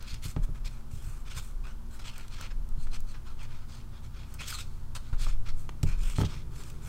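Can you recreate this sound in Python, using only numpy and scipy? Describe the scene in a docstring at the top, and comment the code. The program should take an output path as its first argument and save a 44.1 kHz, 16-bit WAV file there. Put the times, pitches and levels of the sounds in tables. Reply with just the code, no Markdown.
"""A dry, close rasp comes in short strokes: two hands draw nylon cord through a knot and pull it tight.
The braid's fibres catch and slip over skin and over each other, fingernails tick, and the taut cord
jumps in the knot with tiny plucks. The hands bump the desk, which knocks and rings, and shake the
stand of a small camera into a low shudder. Behind it a small room hums and a distant motor swells."""
import sys
import numpy as np
from scipy import signal
from scipy.fft import rfft, irfft
from scipy.io import wavfile
from scipy.ndimage import uniform_filter1d

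SR = 44100
rng = np.random.default_rng(int(sys.argv[2]) if len(sys.argv) > 2 else 0)


def wav_record(signal):
    """Record a signal, one row per channel, as 16-bit PCM in the file named by sys.argv[1]."""
    frames = np.transpose(np.atleast_2d(signal))
    bounded = np.clip(frames, -1, 1)
    # unit amplitude maps onto the largest positive 16-bit level
    quanta = np.round(bounded * 32767).astype(np.int16)
    wavfile.write(sys.argv[1], SR, quanta)


N = 303404
TIME = np.arange(N) / SR
BINS = np.fft.rfftfreq(N, 1 / SR)


def amp(db):
    """Decibels to gain."""
    return 10 ** (np.asarray(db) / 20)


def unit(x):
    """Scales to rms 1."""
    return x / np.sqrt(np.mean(x ** 2) + 1e-20)


def curve_db(points, hz):
    """Reads an EQ curve on a log-frequency axis."""
    point_hz, db = np.transpose(points)
    return np.interp(np.log(hz + 1), np.log(point_hz), db)


def colour(x, gain):
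    """Filters with one gain for each frequency bin."""
    return irfft(rfft(x) * gain, N)


def noise(gain):
    """White noise through an EQ."""
    return colour(rng.standard_normal(N), gain)


def band(lo_hz, hi_hz):
    """Band-pass gain with soft edges."""
    return 1 / np.sqrt((1 + (lo_hz / (BINS + 1)) ** 12) * (1 + (BINS / hi_hz) ** 12))


def wander(hz):
    """Smooth random modulation, rms 1, up to about hz changes a second."""
    return unit(noise(np.exp(-(BINS / hz) ** 2)))


def add(mix, start_s, sound):
    """Mixes a sound in at start_s, or at zero if that is negative."""
    part = mix[max(round(start_s * SR), 0):][:len(sound)]
    part += sound[:len(part)]


def reflections(x, t60):
    """A small furnished room: sparse echoes of random sign that die quickly."""
    t = np.arange(SR // 3) / SR
    taps = rng.standard_normal(len(t)) * (rng.random(len(t)) < .06)
    taps *= (t > .002) * amp(-60 * t / t60)
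    return signal.fftconvolve(x, taps / np.linalg.norm(taps))[:N]


# EQ of the room tone: (frequency [Hz], relative level [dB])
AIR_EQ = [(18, -44), (30, 1.5), (44, -13), (130, -11), (182, -23.5), (230, -27.5), (270, -25), (369, -29.5),
          (505, -34.5), (622, -37.5), (897, -33), (1330, -34), (1870, -44), (7460, -48), (15500, -52.5)]


def room_air(level_db=-61):
    """Bass-heavy room air and microphone hiss; the level is that of the part above 300 Hz."""
    air = noise(amp(curve_db(AIR_EQ, BINS)) * BINS / np.hypot(BINS, 15))
    return amp(level_db) * air / np.std(colour(air, band(300, 15500)))


def tone(hz, drift_hz=0.477, waver_db=2.0):
    """A sine that wavers a little in pitch and level."""
    phase = 2 * np.pi * np.cumsum(hz + drift_hz * wander(1.77)) / SR
    return np.sqrt(2) * np.sin(phase) * amp(waver_db * wander(2.84))


# partials of the hum: (frequency [Hz], level [dB])
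HUM_TONES = [(53.8, -48), (119, -57), (211, -68), (226.1, -62.5), (360.7, -73.5), (570.6, -77.5),
             (672.9, -80), (899, -77)]


def appliance_hum():
    """An appliance lays a steady bed of low tones."""
    return sum(amp(db) * tone(hz) for hz, db in HUM_TONES)


# partials of the motor: (frequency [Hz], relative level [dB], mid fade-in [s], mid fade-out [s])
MOTOR_TONES = [(82.4, -42.5, 1.8, 5.64), (112.4, -48, 2.2, 8), (143.8, -52.5, 3.2, 8), (64.6, -46, 6.1, 8),
               (158, -56, 5.7, 8)]


def motor_drone(start_db=-20.5, rise_db_per_s=3, fade_s=0.86):
    """A distant motor: its tones fade in one by one and the drone grows louder."""
    drone = np.zeros(N)
    for hz, db, start, end in MOTOR_TONES:
        fade = np.clip(np.minimum(TIME - start, end - TIME) / fade_s + .5, 0, 1)
        drone += amp(db) * tone(hz) * fade
    return drone * amp(start_db + rise_db_per_s * TIME)


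def traffic_swell(level_db=-61, band_hz=(270, 430), fade_in_s=(5.5, 6.2)):
    """Near the end a soft, diffuse low-mid swell rises, as of traffic passing outside."""
    return amp(level_db) * unit(noise(band(*band_hz))) * np.interp(TIME, fade_in_s, [0, 1])


# the stand's slow sway, then its quick shudder: (frequency [Hz], half-width [Hz])
STAND_MODES = [(12.44, 4.77), (27.8, 5)]
# hands leaning on the desk rock the stand: (time [s], length [s], sway [dB], shudder [dB])
NUDGES = [(0.378, 0.034, -27, -22), (0.587, 0.046, -49, -31), (1.015, 0.21, -49, -43.5),
          (1.487, 0.15, -50, -34), (2.494, 0.2, -34, -32), (2.698, 0.32, -24.5, -43.5),
          (3.25, 0.34, -33, -58), (4.586, 0.39, -35, -44), (5.117, 0.19, -27, -26), (5.31, 0.23, -21, -41),
          (5.82, 0.26, -27.5, -28.5)]


def camera_stand(rise_s=0.041, decay_s=0.086, lifted_s=(3.2, 5.1)):
    """The stand trembles on two low resonances; each nudge builds up, holds and dies away."""
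    resting_db, lifted_trim_db = (-38, -43), (-3, -5.5)  # (sway, shudder): calmer with hands lifted
    lifted = uniform_filter1d(1. * ((TIME > lifted_s[0]) & (TIME < lifted_s[1])), SR // 10)
    out = np.zeros(N)
    for mode, (hz, width) in enumerate(STAND_MODES):
        power = amp(resting_db[mode] + lifted_trim_db[mode] * lifted) ** 2
        for start, length, *mode_db in NUDGES:
            attack = np.clip((TIME - start) / rise_s, 0, 1)
            release = np.exp(-np.maximum(TIME - start - length, 0) / decay_s)
            power += (amp(mode_db[mode]) * attack * release) ** 2
        rocking = signal.hilbert(noise(1 / (1 + ((BINS - hz) / width) ** 4)))
        energy = abs(rocking) ** 2
        levelled = rocking.real / np.sqrt(energy + 0.09 * energy.mean())  # the nudges set the dynamics
        out += np.sqrt(power) * unit(levelled)
    return out


# resonances of the desk top: (frequency [Hz], relative level [dB], t60 [s])
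DESK_MODES = [(72, -16.5, 0.87), (95.7, 2, 0.11), (127.1, 4, 0.11), (153, 3.5, 0.13), (218.4, 8, 0.031),
              (263.6, -2.5, 0.056), (407, -9, 0.061), (500, -13.5, 0.051), (607, -22.5, 0.13),
              (854, -20.5, 0.11), (1305, -4.5, 0.024), (2380, -20, .02)]
# hands bumping the desk: (time [s], peak level [dB], contact time [ms])
BUMPS = [(.128, -28.5, 5.4), (0.254, -28.5, 0.89), (0.3647, -19.5, 0.23), (0.489, -29, 0.65),
         (0.66, -39, 1.8), (0.934, -27, 4), (1.071, -27.5, 8.2), (1.366, -29.5, 3.7), (2.778, -32, 2.3),
         (5.127, -20, 11.7), (5.833, -15, 0.72), (5.852, -23, 8.9), (6.1847, -16, 0.2),
         (6.2048, -21.5, 0.26), (6.2138, -15, 0.32), (6.235, -18.5, 0.23), (6.243, -33, 2.9)]


def desk_bumps(push_gain=2.37, push_s=0.00029, rattle_db=-15, rattle_s=0.012, bloom_s=0.0046):
    """A blow pushes the desk top and rings its modes; soft flesh stays longer and sounds duller."""
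    out, t = np.zeros(N), np.arange(SR // 3) / SR
    push = push_gain * np.exp(-t / push_s)
    for start, db, contact_ms in BUMPS:
        ring = sum(amp(level - 60 * t / t60) * np.sin(2 * np.pi * hz * rng.normal(1, .02) * t)
                   for hz, level, t60 in DESK_MODES)
        ring *= 1 - np.exp(-t / bloom_s)
        rattle = amp(rattle_db) * rng.standard_normal(len(t)) * np.exp(-t / rattle_s)
        contact = 1000 * t / contact_ms
        force = contact * np.exp(-2 * contact)
        knock = signal.fftconvolve(ring + rattle + push, force)[:len(t)]
        add(out, start, amp(db) * knock / abs(knock).max())
    return out


# plucks in the knot: (time [s], pitch [Hz], peak level [dB], rise and decay time [s])
PLUCKS = [(2.411, 1400, -35, 0.00061), (4.526, 1380, -30.5, 0.0012), (5.133, 1395, -46, 0.0027),
          (5.266, 1200, -34, 0.0009)]


def knot_plucks():
    """The taut cord jumps in the knot and gives a tiny pitched pluck."""
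    out, t = np.zeros(N), np.arange(SR // 20) / SR
    for start, hz, db, ring_s in PLUCKS:
        envelope = t / ring_s * np.exp(1 - t / ring_s)
        add(out, start, amp(db) * envelope * np.sin(2 * np.pi * hz * t))
    return out


# EQ of the braid, for its ticks and its rasp: (frequency [Hz], relative level [dB])
BRAID_EQ = [(350, 1), (700, -5), (1050, 6), (1380, 5.5), (1750, 0.5), (2450, 2), (4400, -1), (5600, -2.5),
            (7200, -2), (8700, -2.5), (9700, -13), (12000, -12.5), (15800, -15.5)]
# nail ticks and cord snaps: (time [s], relative level [dB], decay [s], tilt [dB per octave])
TICKS = [(0.0255, -40.5, 0.0028, 6), (0.142, -37, 0.0047, 1), (0.363, -38, 0.0089, -7.5),
         (0.656, -56, .004, -6), (1.38, -55, .003, 1), (1.993, -49, 0.01, -2.5), (2.1805, -36.5, 0.002, 7),
         (2.2817, -41, 0.0021, 2), (2.411, -35.5, 0.0036, 2.5), (2.689, -44, .002, 7),
         (2.869, -46.5, 0.01, -4.5), (3.0048, -39.5, 0.0021, 11), (3.43, -48, 0.0067, 4),
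         (4.34, -39, 0.005, 9), (4.389, -51, 0.0055, -8), (4.407, -39.5, 0.011, -2.5),
         (4.4863, -42, .008, 10), (4.503, -35, 0.0057, 7), (4.9505, -37, 0.0074, 2),
         (5.129, -43.5, 0.02, -5), (5.2685, -39, 0.011, -10), (5.462, -46, 0.006, -4),
         (5.692, -31.5, 0.0027, -4.5), (5.8306, -31, 0.0053, 2), (5.8712, -35, 0.011, -22),
         (6.204, -26, 0.01, -12), (6.2134, -28.5, 0.0058, -5), (6.6362, -41, 0.0024, 2),
         (6.7, -45, 0.0072, 4)]


def nail_ticks(trim_db=-3.5):
    """A nail or a strand lets go: a burst that dies in milliseconds, coloured like the braid."""
    out, t = np.zeros(N), np.arange(4096) / SR
    hz = np.fft.rfftfreq(len(t), 1 / SR)
    octaves, low_cut = np.log2((hz + 200) / 4000), hz / (hz + 300)
    for start, db, decay_s, tilt_db in TICKS:
        spectrum = amp(curve_db(BRAID_EQ, hz) + tilt_db * octaves) * low_cut
        burst = unit(irfft(spectrum * np.exp(2j * np.pi * rng.random(len(hz)))))
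        add(out, start, amp(db + trim_db) * burst * np.exp(-t / decay_s))
    return out


def fibre_slips(per_s=7000, spread_db=-0.5, clump_db=2.03, clump_hz=130, noise_gain=0.71):
    """Fibres catch and let go thousands of times a second, in clumps as the weave passes."""
    size = amp(spread_db * np.minimum(rng.exponential(1, N), 4))
    snaps = size * rng.choice([-1, 1], N) * (rng.random(N) < per_s / SR)
    friction = unit(snaps) + noise_gain * rng.standard_normal(N)
    return unit(friction * amp(clump_db * wander(clump_hz)))


def close_echo(delay_ms=1.053, gain=0.2):
    """Comb filter: one very short reflection ripples the spectrum about every kilohertz."""
    return 1 - gain * np.exp(-2j * np.pi * BINS * delay_ms / 1000)


def finger_hollow(x, strokes, log_width=.075, overtone=0.17, patch_db=2.0, patch_hz=150, patch_s=0.013):
    """The hollow between the fingers rings with its octave; shifting contact mottles the spectrum."""
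    hz, t, frames = signal.stft(x, SR, nperseg=512, noverlap=384)
    start, length, peak, *_, hollow_hz, boost_db = np.transpose(strokes)
    peak_s = start + peak * length  # the hollow takes a new shape for each stroke
    ratio = (hz[:, None] + 1) / np.interp(t, peak_s, hollow_hz)
    ring = 1 / (1 + (np.log(ratio) / log_width) ** 2)  # flesh damps it: a broad peak
    ring += overtone / (1 + (np.log(ratio / 2) / log_width) ** 2)
    patches = rng.standard_normal(frames.shape)
    for axis, steps in enumerate([patch_hz / hz[1], patch_s / t[1]]):
        blur = np.expand_dims(signal.windows.gaussian(101, steps), 1 - axis)
        patches = signal.fftconvolve(patches, blur, "same", axes=axis)
    gain = amp(ring * np.interp(t, peak_s, boost_db) + patch_db * unit(patches))
    mids = (hz > 2000) & (hz < 6000)
    gain[mids] /= np.sqrt(np.mean(gain[mids] ** 2, axis=0))  # the ring gathers energy and adds none
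    return signal.istft(frames * gain, SR, nperseg=512, noverlap=384)[1][:N]


def cord_speed(length_s, peak, spill):
    """Speed arches from 0 to 1 and back, overhanging each end of the stroke by the share spill."""
    progress = np.arange(-spill * length_s, (1 + spill) * length_s, 1 / SR) / length_s
    ramp = np.interp(progress, [-spill, np.clip(peak, .05, .95), 1 + spill], [0, 1, 0])
    return np.sin(np.pi / 2 * ramp)


# rubs and slides of the cord: (time [s], length [s], peak position [0-1], relative level [dB],
# grip rasp [dB], slide sheen [dB], finger hollow pitch [Hz], hollow emphasis [dB])
STROKES = [ (0.0, 0.1, 0, -57, 2, -27, 4700, 7), (.062, 0.13, 0.18, -48.5, -12, -18.5, 4600, 4),
           (.215, 0.065, 0.53, -48.5, -7.5, -9.5, 4900, -1), (0.255, .08, 0.58, -54.5, -7, -6, 4900, 5),
           (0.412, 0.044, 0.82, -61.5, 7, -0.5, 3830, -1), (0.548, 0.054, 0, -62, 7.5, -14, 3000, -2),
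           (0.644, 0.051, 0.49, -46.5, -6, -16.5, 3000, -4), (0.695, 0.16, 0.06, -66, 6, -11, 2970, -5),
           (0.888, 0.17, 0.39, -63.5, -4, -3.5, 3720, 0), (1.005, 0.26, 0.22, -63.5, 5.5, -2, 2500, 7),
           (1.25, 0.049, 0.48, -54.5, 1, -17, 2400, 0), (1.297, 0.062, 0.23, -51, -6, -17, 2950, 6),
           (1.341, 0.069, 0.66, -47, 1, -9, 3630, 4), (1.412, 0.15, 0.14, -64.5, -1, -2, 3770, -1),
           (1.644, .11, 0, -57.5, 6, -19, 2500, 15), (1.896, 0.098, 0.54, -61, 4, -5, 4300, 4),
           (1.993, 0.053, 0, -53.5, -0.5, -16, 3200, -7), (2.039, 0.077, 0.41, -47, -3.5, -19, 3150, 4),
           (2.08, 0.21, 0.52, -57.5, 1.5, -16.5, 2320, 10), (2.299, .11, 0.37, -53, -4, -18.5, 4200, 0),
           (2.36, .12, 0.72, -49, 1.5, -23, 4300, 1), (2.494, 0.039, 0.52, -57.5, 4, -30, 2400, 5),
           (2.769, 0.096, 0.64, -61.5, -19, -9, 4340, 14), (2.906, 0.067, 0.74, -49, -2, -16, 4270, 1),
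           (3.058, 0.086, 0.65, -58.5, -5, -14.5, 4400, 14), (3.129, 0.056, 0.42, -58, 6.5, -26, 2260, 8),
           (3.25, 0.11, 0.21, -61, 4.5, -18, 4570, -3), (3.37, 0.096, 0.68, -54, 1, -21.5, 2130, 14),
           (3.485, 0.21, 0.19, -62, 4, -23, 4800, 1), (3.692, .18, 0, -57.5, -2, -18, 4900, 8),
           (3.911, 0.1, 0.48, -63, 4.5, -31, 3500, 12), (4.02, 0.057, 0.62, -61, -1, -11, 3500, -1),
           (4.131, .17, 0.3, -59, 0, -25, 3350, 7), (4.252, 0.17, 0.38, -65, 5, -8, 3350, 0),
           (4.386, 0.098, 0.29, -45.5, -4, -18.5, 2450, 10), (4.458, 0.084, 0.4, -41, -9.5, -9, 5200, 2),
           (4.515, 0.065, 0.45, -43, -7, -14.5, 4300, 16), (4.573, 0.066, 0.33, -45, -7, -13, 3250, 7),
           (4.623, 0.36, 0, -70, -.5, -11, 4330, 7), (4.952, 0.038, 0.12, -46, 2, -11, 4460, 9.5),
           (5.005, 0.14, 0.54, -62.5, -1, -20, 3620, 4), (5.177, 0.097, 0.5, -46, -5, -13, 4800, 10),
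           (5.255, 0.1, 0.12, -51, -2.5, -12.5, 3000, -4), (5.446, 0.066, 0.74, -51.5, -2, -21.5, 2420, -5),
           (5.563, 0.13, 0.21, -67.5, 0, 0.5, 3000, -10), (5.858, .115, 0.24, -52, 2.5, -15, 2440, 7),
           (5.968, 0.22, 0.47, -52, 0, -9, 2620, 9), (6.134, 0.1, 0.8, -45.5, -9, -11, 3280, 6),
           (6.234, 0.042, .5, -45, -8, -22, 3280, 4), (6.259, 0.18, 0.39, -53, -1, -17.5, 2900, 0),
           (6.518, 0.33, 0.2, -60, 3, -8, 4820, 8), (6.8, .16, 0.58, -56.5, 7.5, -3.5, 4520, -2)]


def cord_strokes(rasp_db=-2.0, scratch_db=0.6, hiss_db=4.0, sheen_db=1.6, spill=0.1):
    """Each stroke is one swell of slips: a firm grip adds low rasp, a quick slide hiss and sheen."""
    braid = colour(fibre_slips(), amp(curve_db(BRAID_EQ, BINS)) * close_echo())
    rub = finger_hollow(braid, STROKES)
    zones = [band(400, 1900), band(1900, 6000), band(6000, 9500), band(9500, 16000)]
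    powers = np.zeros((len(zones), N))
    for start, length, peak, db, grip_db, slide_db, _, _ in STROKES:
        speed = cord_speed(length, peak, spill)
        swell = amp(db) * speed ** 1.7  # the exponent makes the swell more pointed
        bright = speed ** 0.42  # the top end swells more steeply than the rasp
        rasp, scratch = amp(grip_db + rasp_db), amp(scratch_db)
        hiss, sheen = bright * amp(0.75 * slide_db + hiss_db), bright * amp(slide_db + sheen_db)
        for power, gain in zip(powers, [rasp, scratch, hiss, sheen]):
            add(power, start - spill * length, (swell * gain) ** 2)
    return sum(np.sqrt(power) * unit(colour(rub, zone ** 2)) for power, zone in zip(powers, zones))


def scene(wet_db=-13, width_db=-21, rumble_db=-66, hiss_db=-77):
    """Nearly mono: two microphone ports differ only in close reflections, faint rumble and hiss."""
    foley = cord_strokes() + nail_ticks() + knot_plucks() + desk_bumps()
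    reverb = amp(wet_db) * reflections(foley, t60=0.31)
    ambience = room_air() + appliance_hum() + motor_drone() + traffic_swell()
    mid = foley + reverb + ambience + camera_stand()
    low_cut = BINS / np.hypot(BINS, 25)
    side = amp(width_db) * colour(reflections(mid, t60=0.066), low_cut)
    side += amp(rumble_db) * unit(noise(1 / (1 + (BINS / 90) ** 2)))
    return np.array([mid + side, mid - side]) + amp(hiss_db) * rng.standard_normal((2, N))


def record(dry):
    """A steep low-pass trims the very top."""
    low_pass = signal.firwin(511, cutoff=15850, window=("kaiser", 9), fs=SR)
    return signal.oaconvolve(dry, low_pass[None], "same", axes=1)


dry = scene()
out = record(dry)
wav_record(out)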